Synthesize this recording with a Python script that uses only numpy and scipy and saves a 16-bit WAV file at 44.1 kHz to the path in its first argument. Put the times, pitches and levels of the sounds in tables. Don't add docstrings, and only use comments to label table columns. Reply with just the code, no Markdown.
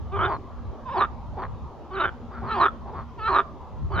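import sys
import numpy as np
from scipy import signal
from scipy.fft import rfft, irfft
from scipy.io import wavfile
from scipy.ndimage import uniform_filter1d

SR = 44100
rng = np.random.default_rng(int(sys.argv[2]) if len(sys.argv) > 2 else 0)


def wav_out(sig):
    wavfile.write(sys.argv[1], SR, np.round(np.clip(np.atleast_2d(sig).T, -1, 1) * 32767).astype(np.int16))


N = 176400
TIME = np.arange(N) / SR
HZ = np.fft.rfftfreq(N, 1 / SR)


# time in seconds, pulses per second, roughness (0 is clean, 1 or more
# rattles), main resonance in Hz, upper resonance in Hz, level in dB.
WHINER_CROAKS = [
    [(.85, 534, .08, 1020, 4930, -41), (.89, 481, 0.3, 1018, 4800, -32), (.93, 570, .1, 965, 5100, -34.5),
     (.955, 396, 0.6, 885, 5040, -26), (.985, 366, 0.3, 932, 4300, -22.5),
     (1.012, 198, 0.8, 1197, 3760, -16.5), (1.038, 255, 1.2, 1190, 3610, -20),
     (1.064, 220, 1.2, 1360, 3550, -35.5)],
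    [(2.46, 450, 0.3, 1248, 4403, -43.5), (2.518, 433, 0.2, 1248, 3886, -24.5),
     (2.533, 436, .08, 1184, 4040, -28), (2.578, 370, .3, 898, 4700, -25.5),
     (2.612, 331, 0.5, 1068, 4020, -16.5), (2.662, 274, .9, 1317, 3470, -15),
     (2.682, 157, 1.5, 1240, 3350, -32.5)],
    [(3.175, 494, .05, 923, 4640, -39.5), (3.202, 425, .05, 1180, 4460, -38),
     (3.262, 449, .05, 1282, 3920, -25.5), (3.285, 443, .35, 1263, 4060, -21),
     (3.32, 350, .7, 1009, 4210, -24), (3.368, 294, 0.78, 1233, 3770, -16),
     (3.396, 239, 1, 1247, 3590, -15), (3.426, 132, 0.9, 1324, 3460, -40)],
]
RASPER_CROAKS = [
    [(.11, 372.2, 0.23, 1015, 3700, -45.5), (.143, 408.8, 0.034, 1123, 3340, -29),
     (.18, 370.7, 0.61, 1126, 3320, -27.5), (.195, 321.3, 0.3, 1244, 3020, -24),
     (.256, 327.3, 0.89, 1347, 3560, -21), (.295, 215.3, 0.61, 1610, 3160, -41.5)],
    [(1.9, 304.7, 0.79, 860, 4660, -43), (1.923, 393.1, .1, 1150, 4770, -37),
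     (1.975, 378.8, 0.31, 1420, 3500, -29), (2.007, 316.8, 0.22, 1258, 3790, -22),
     (2.056, 293.9, 0.74, 1476, 3470, -20.5), (2.07, 169.5, 0.81, 1504, 3370, -32.5),
     (2.1, 171, 0.96, 1470, 3306, -29.5)],
    [(3.898, 391.2, 1, 740, 4600, -37.5), (3.935, 368, 0.65, 1190, 4560, -32.5),
     (3.975, 302.6, 0.96, 1397, 3770, -27.5), (4.01, 295.5, 0.49, 1553, 3530, -20)],
]
# frequency in Hz, boost or cut in dB.
WHINER_COLOUR = [(170, -19.5), (385, 12.5), (500, 6), (1000, 0.5), (1500, -3), (1820, 0.5), (2030, -14),
                 (2280, -6), (3200, -9), (4700, -32), (5500, -23.5), (7000, -50), (8700, -31),
                 (15000, -49.5)]
RASPER_COLOUR = [(170, -29.5), (380, 27), (490, 14.5), (1550, 2), (1950, -4.5), (2300, 0), (2780, -12.5),
                 (3080, 8.5), (3400, -19), (4300, -19.5), (9000, -53.5)]
# frequency in Hz, how far the right side lags in radians.
NEAR_LAG = [(400, 0), (950, 0.4), (1300, 0.23), (1600, 1.08), (3000, 0.8)]
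# frequency in Hz, how much louder the left side is in dB.
NEAR_LEFT_DB = [(420, -1.5), (690, 4.5), (1050, -3.5), (1850, 0.5)]

def near_frogs():
    whiner = frog(WHINER_CROAKS, WHINER_COLOUR, NEAR_LAG, NEAR_LEFT_DB,
                  main_width_hz=111, upper_width_hz=386, upper_db=-26.5, low_db=-9)
    rasper = frog(RASPER_CROAKS, RASPER_COLOUR, NEAR_LAG, NEAR_LEFT_DB,
                  main_width_hz=174, upper_width_hz=327, upper_db=-16.5, low_db=-7)
    return whiner + rasper


def frog(shapes, body, lag, balance, **voice):
    out = np.zeros(N + SR // 10)
    for shape in shapes:
        add(out, *croak(shape, body, **voice))
    hz = np.fft.rfftfreq(len(out), 1 / SR)
    left = amp(read(balance, hz) / 2) * np.exp(.5j * read(lag, hz))
    return irfft(rfft(out) * np.array([left, 1 / left]), len(out))[:, :N]


def croak(shape, body, main_width_hz, upper_width_hz, upper_db, low_db):
    t = np.arange(shape[0][0], shape[-1][0], 1 / SR)
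    rate, rough, main_hz, upper_hz, level_db = follow(shape, t)
    rough = np.clip(rough, .05, 1)
    pulses = throat(t, rate, rough)
    main = colour(resonate(pulses, main_hz, main_width_hz), body)
    treble = high_ring(pulses, rough, upper_hz, upper_width_hz, upper_db)
    low = resonate(pulses * np.sqrt(rough), hz=400, width_hz=55)
    low = resonate(low, hz=400, width_hz=110)
    return t[0], swell(main + treble + amp(low_db) * low, t, level_db)


def throat(t, rate, rough, count=200, jitter=.21, uneven_db=4.5, hiss=.42):
    gap, strength = np.clip(rng.standard_normal((count, 2)), -2, 2).T
    cycles = np.cumsum(rate * (1 + .01 * drift(65)[:len(t)])) / SR
    pulse_rough = np.interp(np.arange(count), cycles, rough)
    spacing = np.exp(jitter * pulse_rough * gap)
    place = np.interp(np.cumsum(spacing), cycles, np.arange(len(t)))
    sizes = amp(uneven_db * pulse_rough * strength)
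    inside = place < len(t) - 1
    pulses = np.zeros(len(t))
    for at, size in zip(place[inside], sizes[inside]):
        pulses[int(at):int(at) + 2] += size * np.array([1 - at % 1, at % 1])
    tails = signal.lfilter([1], [1, -np.exp(-1 / (.0036 * SR))], pulses)
    puffs = tails * rng.standard_normal(N)[:len(t)]
    return evened(pulses) + hiss * rough * evened(puffs)


def high_ring(pulses, rough, upper_hz, width_hz, upper_db):
    upper = middle = whine = pulses
    flutter_hz = upper_hz * (1 + .012 * drift(90)[:len(pulses)])
    for _ in range(3):
        upper = resonate(upper, flutter_hz, width_hz)
        middle = resonate(middle, .745 * upper_hz, width_hz)
        whine = resonate(whine, hz=2700, width_hz=755)
    flicker = amp(3 * drift(110)[:len(pulses)])
    upper = upper * flicker * np.exp(-np.maximum(upper_hz - 4090, 0) / 630)
    middle = amp(-1.5) * middle * (1 - rough ** 2)
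    whine = amp(-22) * whine * (1 - rough) ** 2
    return amp(upper_db) * (upper + middle) + whine


# time in seconds at which the level, after a brief dip, comes back with a burst.
STALL_ENDS = [0.188, 1.005, 1.419, 1.998, 2.037, 2.6, 2.656, 3.386]

def swell(voice, t, level_db, stall_s=.0089, stall_db=-8):
    window = np.hanning(round(.018 * SR))
    power = signal.fftconvolve(voice ** 2, window, "same")
    power /= signal.fftconvolve(np.ones(len(t)), window, "same")
    steady = voice / np.sqrt(abs(power) + 1e-12)
    fades = np.clip(np.minimum((t - t[0]) / .012, (t[-1] - t) / .008), 0, 1)
    dips = sum(np.exp(-((t - s) / stall_s) ** 2) * (t < s) for s in STALL_ENDS)
    return steady * amp(level_db + stall_db * uniform_filter1d(dips, size=40)) * fades


# start in seconds, pitch in Hz, seconds to fade by 60 dB, level in dB.
HARD_PULSES = [(1.4306, 1220, 0.0073, -16), (1.4367, 1700, .005, -13.5), (1.452, 1734, 0.007, -22),
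               (2.6822, 1322, 0.03, -12)]

def hard_pulses(upper_hz=3430, upper_db=-24.5):
    out, t = np.zeros(N), TIME[:SR // 10]
    attack = 1 - np.exp(-(t / .0007) ** 2)
    for start, hz, fade_s, level_db in HARD_PULSES:
        ring = np.sin(2 * np.pi * hz * t) + amp(upper_db) * np.sin(2 * np.pi * upper_hz * t)
        add(out, start, ring * amp(level_db - 60 * t / fade_s) * attack)
    return out


# start in seconds, length in seconds, top level in dB, base resonance in Hz.
SHORT_GRUNTS = [(0.266, .11, -25, 995), (1.366, .108, -30, 997), (2.302, 0.13, -40, 1290),
                (2.412, 0.12, -33.5, 1050), (2.846, .09, -39, 830), (2.924, 0.12, -35, 1088)]
# share of the length, pulses per second, roughness, main resonance
# as a multiple of the base, upper resonance in Hz, dB compared with the top level.
GRUNT_SHAPE = [(0, 450, 0.47, 0.68, 5100, -4.5), (0.3, 360, 0.56, 1.03, 4600, -2),
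               (0.618, 240, 1, 1.055, 4400, 0), (0.998, 200, 0.84, 1.1, 4020, -14)]
# frequency in Hz, the body's boost or cut in dB.
GRUNT_COLOUR = [(150, -9.5), (390, 17.5), (900, 4.5), (2200, -4), (2700, -11), (4000, -11), (9000, -52)]
# frequency in Hz, how far the right side lags in radians.
GRUNT_LAG = [(1400, 0.4), (4000, -1.4)]
# frequency in Hz, how much louder the left side is in dB.
GRUNT_LEFT_DB = [(1000, 0.5)]

def grunts():
    shapes = []
    for start, length, top_db, base_hz in SHORT_GRUNTS:
        shapes.append([(start + share * length, rate, rough, base_hz * ratio, upper_hz, top_db + db)
                       for share, rate, rough, ratio, upper_hz, db in GRUNT_SHAPE])
    return frog(shapes, GRUNT_COLOUR, GRUNT_LAG, GRUNT_LEFT_DB,
                main_width_hz=154, upper_width_hz=220, upper_db=-24, low_db=-17)


def echoes(x, fade_s, level_db, dull_hz, per_second=2000):
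    t = TIME[:SR]
    bounces = rng.standard_normal((2, SR)) * (rng.random((2, SR)) < per_second / SR)
    bounces *= amp(-60 * t / fade_s) * (t > .004)
    bounces /= np.linalg.norm(bounces, axis=1, keepdims=True)
    echoed = signal.fftconvolve(x, bounces, axes=1)[:, :N]
    return amp(level_db) * signal.sosfilt(signal.butter(2, dull_hz, fs=SR, output="sos"), echoed)


# time in seconds, wind level in dB before gain_db is added.
WIND_LEVELS = [(.07, -43), (.25, -35), (.45, -47.5), (.69, -37), (.77, -51), (1.1, -42.5), (1.6, -45),
               (1.76, -52.5), (2.12, -45), (2.65, -42), (3.12, -46), (3.33, -42), (3.55, -54.5),
               (3.85, -35.5)]
# frequency in Hz, boost or cut of the rumble in dB.
WIND_COLOUR = [(20, -14.5), (70, 2), (160, -10), (400, -30.5), (3000, -108)]
# middle of a thump in seconds, pitch in Hz, strength as a plain multiplier.
WIND_THUMPS = [(0.269, 90, 0.088)]

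def wind(gain_db, lumps_db, likeness=.05):
    spectrum = amp(read(WIND_COLOUR, HZ))
    left, other = [evened(irfft(rfft(rng.standard_normal(N)) * spectrum, N)) for side in "LR"]
    rumble = evened(stereo(left, other, likeness) * amp(lumps_db * drift(6.6)))
    out = rumble * amp(gain_db + follow(WIND_LEVELS, TIME)[0])
    for middle, hz, strength in WIND_THUMPS:
        cycles = (TIME - middle) * hz
        thump = strength * np.sin(2 * np.pi * cycles) * np.exp(-2 * cycles ** 2)
        out -= thump * np.array([[.7], [1.3]])
    return out


# frequency in Hz, boost or cut of the wash in dB.
WASH_COLOUR = [(200, 0.5), (1120, -1), (1500, -15.5), (2200, -23), (3400, -24.5), (6900, -35),
               (7900, -47.5), (15500, -47.5)]
# frequency in Hz, how alike left and right are from 0 to 1.
WASH_LIKENESS = [(1200, 0.88), (8000, 0.077)]

def wash(level_db, patchy_db, size=1024):
    hop, hz = size // 4, np.fft.rfftfreq(size, 1 / SR)[:, None]
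    a, b, c, d, patches = rng.standard_normal((N // hop + 5, len(hz), 5)).T
    patches = uniform_filter1d(patches, size=5, axis=0)
    patches = evened(uniform_filter1d(patches, size=20, axis=1))
    spectra = stereo(a + 1j * b, c + 1j * d, read(WASH_LIKENESS, hz))
    spectra *= amp(read(WASH_COLOUR, hz) + patchy_db * patches / (1 + hz / 4000))
    _, noise = signal.istft(spectra, nperseg=size, noverlap=size - hop)
    return amp(level_db) * evened(noise[:, :N])


# time in seconds, hum level in dB before gain_db is added.
HUM_LEVELS = [(0, -52), (1.4, -53), (1.85, -59.5), (2.2, -45), (2.95, -49), (3.4, -58.5)]

def hum(gain_db, hz, width_hz):
    tone = resonate(resonate(rng.standard_normal(N), hz, width_hz), hz, width_hz)
    return evened(tone) * amp(gain_db + follow(HUM_LEVELS, TIME)[0])


def amp(db):
    return 10 ** (np.asarray(db) / 20)


def evened(x):
    return x / np.sqrt(np.mean(x ** 2) + 1e-20)


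def read(points, hz):
    f, value = np.transpose(points)
    return np.interp(np.log(hz + 1), np.log(f + 1), value)


def follow(rows, t):
    s, *columns = np.transpose(rows)
    return [np.interp(t, s, c) for c in columns]


def add(mix, start, sound):
    part = mix[max(round(start * SR), 0):][:len(sound)]
    part += sound[:len(part)]


def stereo(left, other, likeness):
    return np.array([left, likeness * left + np.sqrt(1 - likeness ** 2) * other])


def drift(rate_hz):
    return evened(irfft(rfft(rng.standard_normal(N)) / (1 + (HZ / rate_hz) ** 4), N))


def resonate(x, hz, width_hz):
    turn = np.exp(2j * np.pi * np.cumsum(hz * np.ones(len(x))) / SR)
    decay = np.exp(-np.pi * width_hz / SR)
    return 2 * (turn * signal.lfilter([1 - decay], [1, -decay], x / turn + 1e-18)).real


def colour(x, points, size=4096):
    log_gain = np.log(amp(read(points, abs(np.fft.fftfreq(size, 1 / SR)))))
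    taps = np.fft.ifft(np.exp(np.conj(signal.hilbert(log_gain)))).real
    return signal.fftconvolve(x, taps[:size // 2])[:len(x)]


def scene():
    croaks_and_hard_pulses = near_frogs() + hard_pulses()
    frogs = croaks_and_hard_pulses + grunts()
    banks = echoes(croaks_and_hard_pulses, fade_s=.31, level_db=-19, dull_hz=4000)
    ground = echoes(frogs, fade_s=.047, level_db=-14, dull_hz=4440)
    rumble = wind(gain_db=6.5, lumps_db=2.5)
    background = wash(level_db=-45, patchy_db=3.5) + hum(gain_db=.5, hz=233.8, width_hz=18)
    return frogs + banks + ground + rumble + background


def record(dry):
    fade = np.sin(np.pi / 2 * np.minimum((TIME[-1] - TIME) / .002, 1)) ** 2
    treble_cut = signal.firwin(511, 15700, window=("kaiser", 9), fs=SR)
    return signal.oaconvolve(dry * fade, treble_cut[None], "same")


dry = scene()
out = record(dry)
wav_out(out)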